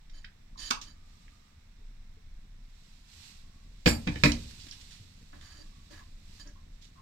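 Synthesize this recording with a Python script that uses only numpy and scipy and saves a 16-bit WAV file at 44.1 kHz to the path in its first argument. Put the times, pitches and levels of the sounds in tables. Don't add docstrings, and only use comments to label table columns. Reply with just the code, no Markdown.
import sys
import numpy as np
from scipy import signal
from scipy.fft import rfft, irfft, next_fast_len
from scipy.io import wavfile
from scipy.ndimage import map_coordinates

SR = 44100
rng = np.random.default_rng(int(sys.argv[2]) if len(sys.argv) > 2 else 0)


def to_wav(sig):
    pcm = np.clip(np.atleast_2d(sig), -1, 1) * 32767
    pcm = np.round(pcm).astype(np.int16)
    wavfile.write(sys.argv[1], SR, pcm.T)


N = 309428
TIME = np.arange(N) / SR

# (start [s], length [s], rim [dB], grit [dB], mesh [dB], bowl [dB])
STROKES = [(.13, 0.059, -59, -70, -69, -73), (.57, 0.12, -44, -47.5, -56.5, -66),
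           (.813, 0.0073, -65, -44, -64, -63), (.84, 0.068, -57.5, -85, -65.5, -68),
           (5.328, 0.027, -74, -83, -64.5, -59), (5.35, 0.046, -77, -76, -69, -64.5),
           (5.41, 0.061, -58.5, -62.5, -60.5, -76), (5.46, 0.16, -58.5, -68, -63, -69),
           (5.58, 0.039, -84, -90, -94, -62), (5.9, 0.033, -60, -60.5, -60, -54),
           (5.92, 0.088, -71, -63.5, -59, -80), (6.395, 0.013, -49.5, -63, -59.5, -62),
           (6.45, 0.039, -71.5, -81, -63.5, -57), (6.81, 0.043, -77, -57, -92, -78.5)]
# (start [s], length [s], level [dB])
SQUEAK_TIMES = [(.555, 0.041, -64), (5.99, .03, -61.5), (6.55, 0.035, -63.5), (6.95, 0.085, -60)]
# (pitch [Hz], width [Hz], level [dB])
RIM_NOTES = [(1783, 45, -8.5), (3070, 21, -2), (3980, 46, -6.5), (4400, 130, -9), (4720, 40, 3.5),
             (5720, 60, -9.5), (6740, 44, -3.5), (9000, 32, -9.5), (11100, 44, -20)]
MESH_NOTES = [(1210, 600, -9.5), (1440, 42, -7), (1674, 110, -2)]
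BOWL_NOTES = [(296, 10.4, -2), (588.6, 6.1, -12.5)]
SQUEAK_NOTES = [(1060, 37, 6), (1180, 34, -30)]
# (frequency [Hz], level [dB])
GRIT_TONE = [(500, -59), (1200, -31), (2000, -9), (3900, 0), (5600, -4), (7000, -2), (9500, -21.5),
             (14400, -24), (15800, -54)]
def spatula():
    def strokes(rows):
        return sum(np.outer(amp(db), held(start, length, rise_s=0.31 * length, fade_s=0.17))
                   for start, length, *db in rows)

    def rubbed(notes):
        slips = rng.standard_normal((2, N)) + 0.7 * rng.standard_normal(N)
        slips *= amp(0.85 * wobble(150))
        ringing = filtered(slips, lambda hz: resonance(notes, hz) * hz / (hz + 100))
        return unit(microphones(ringing, lag=0))

    rim, grit, mesh, bowl = strokes(STROKES)
    return (rim * rubbed(RIM_NOTES) + grit * noise(GRIT_TONE, flicker_db=2) + mesh * rubbed(MESH_NOTES)
            + strokes(SQUEAK_TIMES) * rubbed(SQUEAK_NOTES) + bowl * rubbed(BOWL_NOTES))


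# (time [s], level [dB], pitch [Hz], spread [band edge / pitch], time to fade 60 dB [s])
TAPS_AND_CRINKLES = [(0.0969, -51.5, 3070, 2.3, 0.09), (0.2441, -37.5, 1910, 1.35, 0.046),
                     (0.2465, -40, 3730, 1.42, 0.027), (0.286, -52, 1640, 1.13, 0.044),
                     (0.557, -46.5, 1030, 1.2, 0.02), (0.5778, -43, 4750, 1.5, 0.018),
                     (0.7054, -22.5, 2900, 5.6, 0.047), (0.7089, -13.5, 2400, 3.03, 0.024),
                     (0.7104, -19.5, 1110, 1.32, 0.029), (0.7246, -41, 1255, 1.06, 0.042),
                     (0.7668, -43, 1157, 0.92, 0.026), (0.816, -35, 6000, 1.08, 0.016),
                     (0.8248, -38, 3980, 1.9, 0.02), (1.281, -46.5, 2140, 1.35, 0.0074),
                     (4.3189, -20, 4560, 1.68, 0.021), (4.5085, -44, 4070, 3.6, 0.04),
                     (4.5984, -45, 4600, 1.64, 0.28), (4.6678, -41, 2440, 8.7, 0.019),
                     (4.685, -42, 4400, 2.1, 0.1), (4.712, -31, 5000, 1.23, 0.016),
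                     (4.7218, -41, 4100, 2.8, 0.11), (4.812, -40, 4700, 1.7, 0.035),
                     (4.908, -46.5, 4200, 2.4, 0.36), (5.3297, -46.5, 1052, 1.8, 0.062),
                     (5.412, -43.5, 2500, 3.6, 0.023), (6.3984, -47, 4740, 1.4, 0.056),
                     (6.4732, -48.5, 6100, 1.13, 0.1), (6.8205, -52.5, 3980, 1.6, 0.06)]
# (time [s], level [dB], pitch [Hz], time to fade 60 dB [s])
LOW_BUMPS = [(.706, -30, 239, 0.071), (0.706, -31, 416, 0.027), (1.811, -59, 436, 0.1),
             (2.169, -58.5, 444, 0.085), (4.667, -36, 250, 0.021), (5.007, -38, 103, 0.054),
             (5.21, -61, 474, 0.082)]
def taps_and_crinkles():
    out, t = np.zeros((2, N)), np.arange(SR // 10) / SR
    for start, db, hz, spread, fade_s in TAPS_AND_CRINKLES:
        spread = max(spread, 1.05)
        band = signal.butter(3, [hz / spread, hz * spread], "band", fs=SR, output="sos")
        burst = rng.standard_normal(len(t)) * rise(t, 0.00012) * fade(t, fade_s)
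        puff = signal.sosfilt(band, burst)
        puff = filtered(puff, lambda f: 1 / np.sqrt(1 + (f / 6180) ** 6))
        add(out, start, amp(db) * in_room(puff / np.abs(puff).max(), echo_db=-4, lag=25))
    for start, db, hz, fade_s in LOW_BUMPS:
        bump = np.sin(2 * np.pi * hz * t) * rise(t, 0.0036) * fade(t, fade_s)
        add(out, start, amp(db) * in_room(bump, echo_db=-4.5, lag=-16))
    return out


# (time [s], crack [dB], deep thud [dB], middle thud [dB], upper thud [dB],
# wall [dB above the crack], blades [dB above the crack])
JUG_KNOCKS = [(3.8591, -20, -29.5, -28.5, -36, -10.5, -5.5), (3.8631, -20, -40, -22, -23.5, -9.5, 2.5),
              (3.875, -19.5, -37, -36, -32.5, -36.5, -2), (4.07, -42, -56.5, -33, -42.5, -7, -17.5),
              (4.0738, -30.5, -40.5, -28.5, -40, -0.5, -39), (4.157, -43, -55.5, -41.5, -45.5, 1.5, -24),
              (4.2362, -13.5, -29, -23, -27.5, -7.5, -9), (4.257, -26, -46, -29.5, -28.5, -4, -11)]
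# (frequency [Hz], level [dB])
CRACK_TONE = [(300, -43), (500, 10), (760, 9), (1000, 3), (1400, 4.5), (2350, 3.5), (2910, 1.5),
              (5550, -4.5), (8030, -18.5), (9510, -49), (10300, -60), (14600, -49), (15800, -77)]
# (pitch [Hz], level [dB], time to fade 60 dB [s])
WALL_NOTES = [(975, -17, .05), (1115, -24, .04), (1732, -7.5, 0.047), (1993, -2, 0.041), (2226, -11, .045),
              (2350, -4, .04), (2454, 1, 0.031), (2949, -12.5, 0.053), (3015, -20.5, .06),
              (3520, -20.5, 0.035), (3826, -13, .05)]
BLADE_NOTES = [(4694, -4, 0.0897), (4500, -4.5, 0.047), (5050, -23, 0.1), (5550, -11.5, 0.1),
               (5730, -12.5, .07), (7130, -6, 0.092), (7340, -7, 0.107), (7900, -20, .15),
               (8626, -15, 0.18), (10340, -34, 0.28), (12310, -22, 0.19), (12400, -35, 0.17),
               (13350, -40.5, .3), (14200, -16, 0.072), (14500, -28, 0.16)]
COUNTER_DEEP = [(38.8, 0.5, 0.51), (55.1, -4.5, 0.47), (90.2, -2, 0.3)]
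COUNTER_MIDDLE = [(144.3, 3.5, 0.11), (174, 5, 0.1)]
COUNTER_UPPER = [(235.4, -2.5, .4), (292.1, 1, 0.26), (342.7, -8, 0.24), (470.5, 0, .1), (498, -11, 0.15)]
def jug():
    out, t = np.zeros((2, N)), np.arange(SR // 2) / SR
    for start, db, deep_db, middle_db, upper_db, wall_db, blade_db in JUG_KNOCKS:
        crack = unit(filtered(rng.standard_normal(len(t)), lambda hz: amp(along(CRACK_TONE, hz))))
        crack *= fade(t, 0.036)
        flutter = 1 + 0.8 * unit(filtered(rng.standard_normal(len(t)), lambda hz: hz < 200))
        wall = amp(wall_db) * rise(t, 0.0006) * flutter * ring(WALL_NOTES, t, detune=0.024)
        blades = amp(blade_db) * np.sqrt(np.abs(flutter)) * ring(BLADE_NOTES, t, detune=0.0088)
        blades *= rise(t, 0.012)
        add(out, start, amp(db) * in_room(crack + wall + blades, echo_db=-1.2, lag=26.6))
        counter = [(deep_db, COUNTER_DEEP), (middle_db, COUNTER_MIDDLE), (upper_db, COUNTER_UPPER)]
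        thud = sum(amp(level) * ring(notes, t, detune=0.05) for level, notes in counter)
        add(out, start, in_room(rise(t, 0.0037) * thud, echo_db=-22.5, lag=-14))
    return out


def counter_shudder():
    shake = sum(amp(middle_db - 11) * held(start, 0, rise_s=0.024, fade_s=0.71)
                for start, _, _, middle_db, *_ in JUG_KNOCKS)
    return shake * noise(DRONE_TONE, flicker_db=1)


# (loudest moment [s], rise [s], fall [s], level [dB])
ARM_MOVES = [(1.15, 0.096, 0.25, -66), (2.88, .15, 0.16, -64.5), (3.24, 0.11, 0.11, -53),
             (3.6, 0.42, 0.078, -69), (4.3, 0.25, 0.28, -51.5), (4.85, 0.6, 0.19, -56.5),
             (5.45, 0.39, 0.78, -63.5), (6.36, 0.077, 0.065, -58.5), (6.84, 0.11, 0.18, -68.5)]
# (frequency [Hz], level [dB])
NYLON_TONE = [(470, -39.5), (800, -7), (1400, -10.5), (2010, -4.5), (2230, -5.5), (2650, -0.5),
              (3120, -3.5), (4050, 0.5), (6270, -5), (7760, -3), (9960, -18), (12500, -17), (14700, -24),
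              (15200, -24.5), (15800, -35)]
def sleeve():
    resting_db = -72.5
    power = sum(amp(2 * db) * np.exp(-((TIME - peak) / np.where(TIME < peak, rise_s, fall_s)) ** 2)
                for peak, rise_s, fall_s, db in ARM_MOVES)
    return np.sqrt(power + amp(2 * resting_db)) * amp(0.5 * wobble(30)) * noise(NYLON_TONE, 0.5)


# (start [s], length [s], pitch [Hz], level [dB])
FAINT_TONES = [(0.846, 0.685, 1217, -71), (3.297, 0.3, 1117, -71.5), (5.603, 0.31, 1138, -71)]
def faint_tones():
    return sum(amp(db) * held(start, length, rise_s=0.04, fade_s=0.41) * np.sin(2 * np.pi * hz * TIME)
               * [wobble(120), wobble(120)] for start, length, hz, db in FAINT_TONES)


# (frequency [Hz], level [dB])
RUMBLE_TONE = [(8.8, -51), (15, 10), (35, 9.5), (46, -6.5), (59, -21.5), (80, -25), (100, -50), (180, -120)]
DRONE_TONE = [(35, -47.5), (60, 2.5), (87, 2.5), (102, -4), (216, -8.5), (346, -22), (437, -23), (600, -25),
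              (780, -58), (1320, -120)]
HISS_TONE = [(240, -23.5), (400, -20.5), (665, 9.5), (775, 5.5), (1430, 3.5), (2240, 6), (3050, -3),
             (3780, 1.5), (4690, -12), (5640, 0), (6470, -11), (7670, -7.5), (9810, -17), (14600, -14.5),
             (15800, -16)]
# (time [s], level [dB])
RUMBLE_SWELL = [(0, -47.5), (.4, -53), (1.3, -55.5), (2.2, -49.5), (3.4, -54), (4.8, -48.5), (5.3, -48.5),
                (6.0, -55), (7.02, -50.5)]
DRONE_SWELL = [(0, -63.5), (.7, -56.5), (1.2, -61), (3.0, -61), (4.6, -57.5), (7.02, -58.5)]
def building():
    lumps = amp(3.5 * wobble(2.863) + 2.5 * wobble(7.3))
    rumble = swell(RUMBLE_SWELL) * lumps * noise(RUMBLE_TONE, flicker_db=-2.5)
    drone = swell(DRONE_SWELL) * amp(1.1 * wobble(10)) * noise(DRONE_TONE, flicker_db=4)
    hiss = amp(-69) * noise(HISS_TONE, flicker_db=0.5)
    return rumble + drone + hiss


# (frequency [Hz], time to fade 60 dB [s])
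TILE_ECHO = [(150, 0.36), (500, 0.3), (2000, 0.21), (6000, 0.2), (12000, 0.19)]
def in_room(x, echo_db, lag):
    size = SR // 3
    hz, t, spectrum = signal.stft(rng.standard_normal((2, size)), SR, nperseg=256)
    fade_s = along(TILE_ECHO, hz)[:, None]
    tail = signal.istft(spectrum * fade(t, fade_s) / np.sqrt(fade_s), SR, nperseg=256)[1][:, :size]
    tail *= np.clip(np.arange(size) / (0.0015 * SR), 0, 1)
    echo = signal.fftconvolve(x[None], tail / np.linalg.norm(tail[0]), axes=1)
    return microphones(np.pad(x, (0, size - 1)) + amp(echo_db) * echo, lag)


# (frequency [Hz], left above right [dB])
MIC_BALANCE = [(250, 0), (380, 0), (900, 1.5), (1500, -1.5), (2600, -6.5), (3600, -11.5), (5600, -10.5),
               (8120, 1.5), (12000, -7), (15000, -3.5)]
def microphones(pair, lag):
    return filtered(pair, lambda hz: amp(np.outer([0.5, -0.5], along(MIC_BALANCE, hz)))
                    * np.exp(-1j * np.pi * np.outer([1, -1], hz) * lag / SR))


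# (frequency [Hz], likeness [-1 to 1])
LIKENESS = [(40, .999), (60, .99), (130, 1), (290, 0.76), (640, -0.6), (1400, 0.32), (3100, -0.16),
            (15000, 0.11)]
def noise(tone, flicker_db):
    def shape(hz):
        angle = np.arccos(np.clip(along(LIKENESS, hz), -1, 1)) / 2
        return amp(along(tone, hz)) * [np.cos(angle), np.sin(angle)]

    grains = rng.standard_normal((2, N)) * amp(flicker_db * wobble(400))
    mid, side = filtered(grains, shape)
    return unit(microphones(np.array([mid + side, mid - side]), lag=0))


def ring(notes, t, detune):
    offsets = detune * rng.standard_normal(len(notes))
    scatter_db = 1.5 * rng.standard_normal(len(notes))
    return sum(amp(db + extra_db) * fade(t, fade_s)
               * (np.sin(2 * np.pi * hz * t) + 0.98 * np.sin(2 * np.pi * hz * (1 + offset) * t))
               for (hz, db, fade_s), offset, extra_db in zip(notes, offsets, scatter_db))


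def resonance(notes, hz):
    return sum((-1) ** k * amp(db) * 1j * hz * width / (pitch ** 2 - hz ** 2 + 1j * hz * width)
               for k, (pitch, width, db) in enumerate(notes))


def held(start, length, rise_s, fade_s):
    t = TIME - start
    return np.clip(t / rise_s, 0, 1) * fade(np.clip(t - length, 0, None), fade_s)


def rise(t, seconds):
    return 1 - np.exp(-t / seconds)


def fade(t, seconds):
    return amp(-60 * t / seconds)


def swell(points):
    return amp(np.interp(TIME, *np.transpose(points), -150, -150))


def wobble(rate):
    return map_coordinates(rng.standard_normal(size=4096), [TIME * rate], mode="wrap")


def filtered(x, response):
    n = x.shape[-1]
    padded = next_fast_len(n + 8192)
    return irfft(rfft(x, padded) * response(np.fft.rfftfreq(padded, 1 / SR)), padded)[..., :n]


def along(points, hz):
    freqs, values = np.transpose(points)
    return np.interp(np.log(hz + 1), np.log(freqs + 1), values)


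def amp(db):
    return 10 ** (np.asarray(db) / 20)


def unit(x):
    return x / np.sqrt(np.mean(x ** 2) + 1e-20)


def add(track, start, sound):
    part = track[:, round(start * SR):][:, :sound.shape[1]]
    part += sound[:, :part.shape[1]]


def scene():
    return (building() + faint_tones() + sleeve() + spatula() + jug() + counter_shudder()
            + taps_and_crinkles())


def record(dry):
    return filtered(dry, lambda hz: hz < 15900)


dry = scene()
out = record(dry)
to_wav(out)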